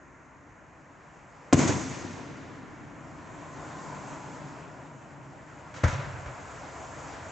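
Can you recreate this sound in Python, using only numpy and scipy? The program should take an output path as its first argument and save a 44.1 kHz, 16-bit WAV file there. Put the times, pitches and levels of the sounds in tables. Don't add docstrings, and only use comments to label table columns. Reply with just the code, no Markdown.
import sys
import numpy as np
from scipy import signal
from scipy.fft import rfft, irfft, next_fast_len
from scipy.io import wavfile

SR = 44100
rng = np.random.default_rng(int(sys.argv[2]) if len(sys.argv) > 2 else 0)


def to_wav(s):
    ch = np.atleast_2d(s).T
    pcm = np.round(np.clip(ch, -1, 1) * 32767)
    wavfile.write(sys.argv[1], SR, pcm.astype(np.int16))


N = 322483

# t/s, peak/dB, push length/s, rounding f/Hz, left minus right/dB
BLAST_PULSES = [(1.5268, -10, 0.00038, 4000, -0.5), (1.528, -10, 0.0017, 700, 3.5),
                (1.5297, -12, 0.00024, 6000, 0), (1.532, -4.5, 0.0015, 800, 2),
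                (1.5326, -18, 0.00014, 7000, -4), (1.5349, -9.5, 0.0032, 600, 3),
                (1.5434, -8.5, 0.0013, 360, 3), (1.5557, -21, 0.0011, 300, -3),
                (5.8355, -17, 0.0035, 150, 2), (5.8375, -19.5, 0.0004, 800, 0.5),
                (5.8393, -20, 0.00037, 800, -0.5), (5.841, -17.5, 0.00035, 800, 0.5),
                (5.8444, -10, 0.0047, 150, 3), (5.858, -21, 0.0045, 119, 2), (5.869, -20, 0.0045, 130, 0.5),
                (5.885, -23.5, 0.0033, 140, 5), (5.894, -25.5, 0.0028, 150, 2)]
# t/s, level/dB, push length/s, tail brightness/(dB per octave)
WALL_SLAPS = [(1.674, -28.5, 0.00093, 3), (1.69, -21.5, 0.0017, -6), (2.046, -36.5, 0.00056, -1),
              (2.172, -37.5, 0.0014, -3), (2.287, -37.5, 0.0011, -4), (5.763, -38, 0.0019, -17),
              (5.925, -29.5, 0.00212, -4), (5.991, -32, 0.0019, -4), (6.035, -34.5, 0.0029, -9),
              (6.073, -33, 0.0021, -14), (6.137, -40, 0.0025, -3), (6.179, -37.5, 0.0026, -3.5),
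              (6.257, -33, 0.0034, -3)]
# t/s, level/dB, rise/s, t60/s, boom under 400 Hz/dB, brightness above/(dB per octave)
ECHO_WAVES = [(1.527, -17, 0.0052, 0.089, -5, 2.5), (1.547, -19.5, 0.048, 0.69, 1, 1),
              (1.56, -34.5, 0.13, 2.8, -1, 3), (1.7, -47, 0.46, 10.9, 1.5, -4),
              (5.739, -46.5, 0.0025, 1.2, -6, 3), (5.745, -47.5, 0.027, 0.41, -6, 3.5),
              (5.833, -25, 0.0065, 0.21, -8, 1.5), (5.869, -36, 0.013, 0.95, 2.5, 3)]
# f/Hz, level/dB
ECHO_EQ = [(25, -51), (58, -26.5), (85, -13), (140, -4), (200, -7.5), (280, -2.5), (420, -13), (600, -19),
           (800, -20.5), (1100, -24), (2000, -27), (2800, -31.5), (3900, -34.5), (5200, -34), (6500, -30),
           (8300, -40.5), (9300, -69.5)]
# f/Hz, gain/dB
SECOND_SHELL_EQ = [(60, 11), (110, 9), (160, -3), (210, -24), (300, -19), (420, -9), (560, 5.5), (800, 2),
                   (1400, 10), (2200, 5), (3700, 3), (7000, -5.5)]
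# f/Hz, factor on t60
ECHO_DECAY = [(60, 2.6), (140, 1.56), (290, 0.98), (1000, 1.99), (3500, 1.04), (7000, 0.54)]
# f/Hz, side minus mid/dB
ECHO_WIDTH = [(60, -27), (120, -10), (250, -9.5), (540, -9.5), (920, -8.5), (1600, -6), (2800, -9),
              (8000, -11)]
# closest t/s, level/dB, time to drive the closest distance/s, engine trim/dB, hiss trim/dB
CAR_PASSES = [(1.801, -48.5, 1.13, -7.5, -3.5), (4.02, -41, 0.82, -1.4, 0.3), (7.08, -44, 1.61, -0.5, 0)]
# trim/dB, fade (1 = plain spreading), peak lag/s
CAR_LAYERS = [(-2.5, 1.68, 0.075), (1, 2.4, 0.018), (-12.5, 3.38, -0.024)]
# f/Hz when closest, width/Hz, trim/dB, fade (as above), peak lag/s
CAR_TONES = [(148, 9.7, -11, 1.09, 0.14), (639, 60, -13.5, 2.5, .25), (883, 33, -9.5, 7.6, 0.079),
             (1022, 45, -8.5, 5.3, -0.15), (1467, 70, -15.5, 3.6, .05)]
# f/Hz, level/dB
CAR_EQ = [(25, -33.5), (55, -23), (150, -5), (220, -11), (310, -13), (420, -12), (600, -12), (780, -11),
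          (950, -12.5), (1150, -14.5), (1500, -16.5), (2500, -25.5), (3800, -32.5), (5200, -33),
          (7300, -31.5), (8300, -40), (9200, -72)]
# f/Hz, gain/dB
LAST_CAR_EQ = [(60, 15.5), (145, -3.5), (220, -2.5), (450, 4), (950, 3), (2100, 5), (3800, 3.5), (7000, 4)]
# f/Hz, side minus mid/dB
TRAFFIC_WIDTH = [(60, -21.5), (100, -16.5), (180, -4), (310, -14.5), (540, -11), (920, -8.5), (1600, -7),
                 (2760, -10.5), (4770, -9.5), (8250, -14)]
# f/Hz, level/dB
TOWN_EQ = [(18, -28.5), (28, -0.5), (75, -4), (170, -9), (300, -10), (440, -13.5), (1100, -13.5),
           (1800, -14), (2500, -24), (3100, -35.5), (5000, -40.5), (6600, -32), (8200, -44.5),
           (9200, -75.5)]
# t/s, level/dB
TOWN_SWELL = [(0, -50.5), (1.401, -54.5), (3.499, -47.5), (4.999, -55), (7.31, -58)]
# f/Hz, left minus right/dB
BALANCE = [(60, 4), (100, -2.5), (180, 2), (310, 3.5), (540, 1), (920, 1.5), (1600, -0.5), (2760, 0),
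           (4770, 0.0), (8250, 0.0)]
# f/Hz, width/Hz, level/dB
DOORWAY_MODES = [(91.3, 12, -4), (135.4, 25.5, -3.5), (290.5, 43.7, 2.5), (624, 127, -8), (994, 145, -4.5),
                 (1391, 25, -3.5), (2070, 1050, -10), (6910, 1830, 0.5)]

BAND_STEP = .45
BAND_OCTAVES = np.arange(np.log2(25), np.log2(12000), BAND_STEP)


def blasts():
    out = np.zeros((2, N))
    blast_low_cut, slap_low_cut, slap_rounding = 0.022, 0.15, 0.32
    pulses = [(*pulse, blast_low_cut) for pulse in BLAST_PULSES]
    slaps = [(s, level_db - 1.5, push_s, slap_rounding / push_s, 4 * rng.normal(), slap_low_cut)
             for s, level_db, push_s, _ in WALL_SLAPS]
    for s, peak_db, push_s, rounding_hz, pan_db, low_cut in pulses + slaps:
        pushes = np.arange(SR // 10) / SR / push_s
        wave = butter((1 - pushes) * np.exp(-pushes), 2, [low_cut / push_s, rounding_hz], "band")
        gains = from_db(peak_db + pan_db / 2 * np.array([[1], [-1]]))
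        start = round(s * SR)
        out[:, start:start + len(wave)] += wave / wave.max() * gains
    return out


def sizzle(start_s=1.531, level_db=-23, t60_s=0.068, low_hz=8860):
    age = np.arange(N) / SR - start_s
    noise = rng.standard_normal(N) + .4 * rng.standard_normal((2, N))
    bright = rms_one(butter(noise, 2, [low_hz, 1.17 * low_hz], "band"))
    return bright * (age > 0) * from_db(level_db - 60 * np.maximum(age, 0) / t60_s)


def house_echoes(second_shell_s=5.7, boom_hz=400, lumps_db=0.5):
    out, step = np.zeros((2, N)), 24
    t = np.arange(0, N + step, step) / SR
    upper_lumps = drift(29)
    slap_tails = [(s, level_db + 2.5, 0.0048, 0.2, -8.5, tilt) for s, level_db, _, tilt in WALL_SLAPS]
    for hz, band in noise_bands(ECHO_EQ, ECHO_WIDTH):
        power = np.zeros(len(t))
        for s, level_db, rise_s, t60_s, boom_db, tilt in ECHO_WAVES + slap_tails:
            age = np.maximum(t - s, 0)
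            colour_db = boom_db if hz < boom_hz else tilt * np.log2(hz / boom_hz)
            if s > second_shell_s:
                colour_db += at_hz(SECOND_SHELL_EQ, hz)
            attack = np.minimum(age / rise_s, 1)
            decay_db = -60 * np.maximum(age - rise_s, 0) / (t60_s * at_hz(ECHO_DECAY, hz))
            power += (attack * from_db(level_db + colour_db + decay_db)) ** 2
        envelope = np.interp(np.arange(N) / SR, t, np.sqrt(power))
        lumps = upper_lumps * (hz > boom_hz) + 1.5 * drift(25)
        out += band * envelope * from_db(lumps_db * lumps)
    return out


def passing_cars(flicker_db=1.22, roar_from_hz=400, hiss_from_hz=2800):
    t = np.arange(N) / SR
    power = np.zeros((len(CAR_LAYERS), len(CAR_PASSES), N))
    for car, (s, car_db, pass_s, engine_db, hiss_db) in enumerate(CAR_PASSES):
        trims_db = (engine_db, 0, hiss_db)
        for layer, (layer_db, fade, lag_s) in enumerate(CAR_LAYERS):
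            away_db = fade * spreading_db((t - s - lag_s) / pass_s)
            power[layer, car] = from_db(car_db + layer_db + trims_db[layer] - away_db) ** 2
    roar_power = power[1]
    last_car_share = roar_power[-1] / sum(roar_power)
    layers, shared_flicker = np.zeros((3, 2, N)), drift(6.2)
    for hz, band in noise_bands(CAR_EQ, TRAFFIC_WIDTH):
        layer = int(hz > roar_from_hz) + int(hz > hiss_from_hz)
        flicker = 0.25 * shared_flicker + drift(8.1)
        layers[layer] += band * from_db(flicker_db * flicker + last_car_share * at_hz(LAST_CAR_EQ, hz))
    swells = np.sqrt(power.sum(axis=1))
    return sum(swell * rms_one(noise) for swell, noise in zip(swells, layers))


def car_tones(speed_m_per_s=16):
    t, out = np.arange(N) / SR, np.zeros(N)
    s, car_db, pass_s, *_ = CAR_PASSES[1]
    along = (t - s) / pass_s
    doppler = 1 - speed_m_per_s / 343 * along / np.sqrt(1 + along ** 2)
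    for hz, width_hz, trim_db, fade, lag_s in CAR_TONES:
        phase = 2 * np.pi * np.cumsum(hz * doppler) / SR
        tone = drift(width_hz) * np.cos(phase) + drift(width_hz) * np.sin(phase)
        out += tone * from_db(car_db + trim_db - fade * spreading_db(along - lag_s / pass_s))
    return out * from_db([[.6], [-.6]])


def town_hum():
    times, level_db = np.transpose(TOWN_SWELL)
    _, spectra, size = noise_spectrum(TOWN_EQ, TRAFFIC_WIDTH)
    return irfft(spectra, size)[:, :N] * from_db(np.interp(np.arange(N) / SR, times, level_db))


def doorway(x):
    out = x.copy()
    for hz, width_hz, level_db in DOORWAY_MODES:
        radius, angle = np.exp(-np.pi * width_hz / SR), 2 * np.pi * hz / SR
        feed = np.array([1, 0, -1]) * (1 - radius ** 2) / 2
        ring = signal.lfilter(feed, [1, -2 * radius * np.cos(angle), radius ** 2], x)
        out += from_db(level_db) * ring
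    return out


def noise_bands(eq, width):
    octave, spectra, size = noise_spectrum(eq, width)
    for centre in BAND_OCTAVES:
        window = np.cos(np.pi / 2 * np.clip((octave - centre) / BAND_STEP, -1, 1)) ** 2
        yield 2 ** centre, irfft(spectra * window.astype(np.float32), size)[:, :N]


def noise_spectrum(eq, width):
    size = next_fast_len(N, True)
    hz = np.maximum(np.arange(size // 2 + 1) * SR / size, 1)
    mid, side = rfft(rng.standard_normal((2, size))) * from_db(at_hz(eq, hz))
    side = side * from_db(at_hz(width, hz))
    lean = from_db(at_hz(BALANCE, hz) / 2)
    mid_rms = np.sqrt(2 * np.sum(abs(mid) ** 2)) / size
    spectra = np.array([(mid + side) * lean, (mid - side) / lean]) / mid_rms
    return np.log2(hz), spectra.astype(np.complex64), size


def drift(rate_hz):
    step, settle = 40, 2000
    pole = np.exp(-2 * step * np.pi * rate_hz / SR)
    noise = rng.standard_normal(N // step + settle + 2)
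    slow = signal.lfilter([1], [1, -2 * pole, pole * pole], noise)[settle:]
    return np.interp(np.arange(N) / step, np.arange(len(slow)), rms_one(slow))


def spreading_db(along):
    return 10 * np.log10(1 + along ** 2)


def at_hz(curve, hz):
    freqs, values = np.transpose(curve)
    return np.interp(np.log(hz), np.log(freqs), values)


def butter(x, order, hz, kind):
    return signal.sosfilt(signal.butter(order, hz, kind, fs=SR, output="sos"), x)


def from_db(db):
    return 10 ** (np.asarray(db) / 20)


def rms_one(x):
    return x / np.sqrt(np.mean(x ** 2) + 1e-20)


def scene(shade_db=-4.5):
    diffuse = house_echoes() + passing_cars() + car_tones() + town_hum()
    return doorway(blasts() + sizzle() + from_db(shade_db) * diffuse)


def record(dry, low_cut_hz=51, ceiling=.95, high_cut_hz=8700):
    clipped = np.clip(butter(dry, 3, low_cut_hz, "high"), -ceiling, ceiling)
    return signal.sosfilt(signal.cheby2(8, 22, high_cut_hz, fs=SR, output="sos"), clipped)


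dry = scene()
out = record(dry)
to_wav(out)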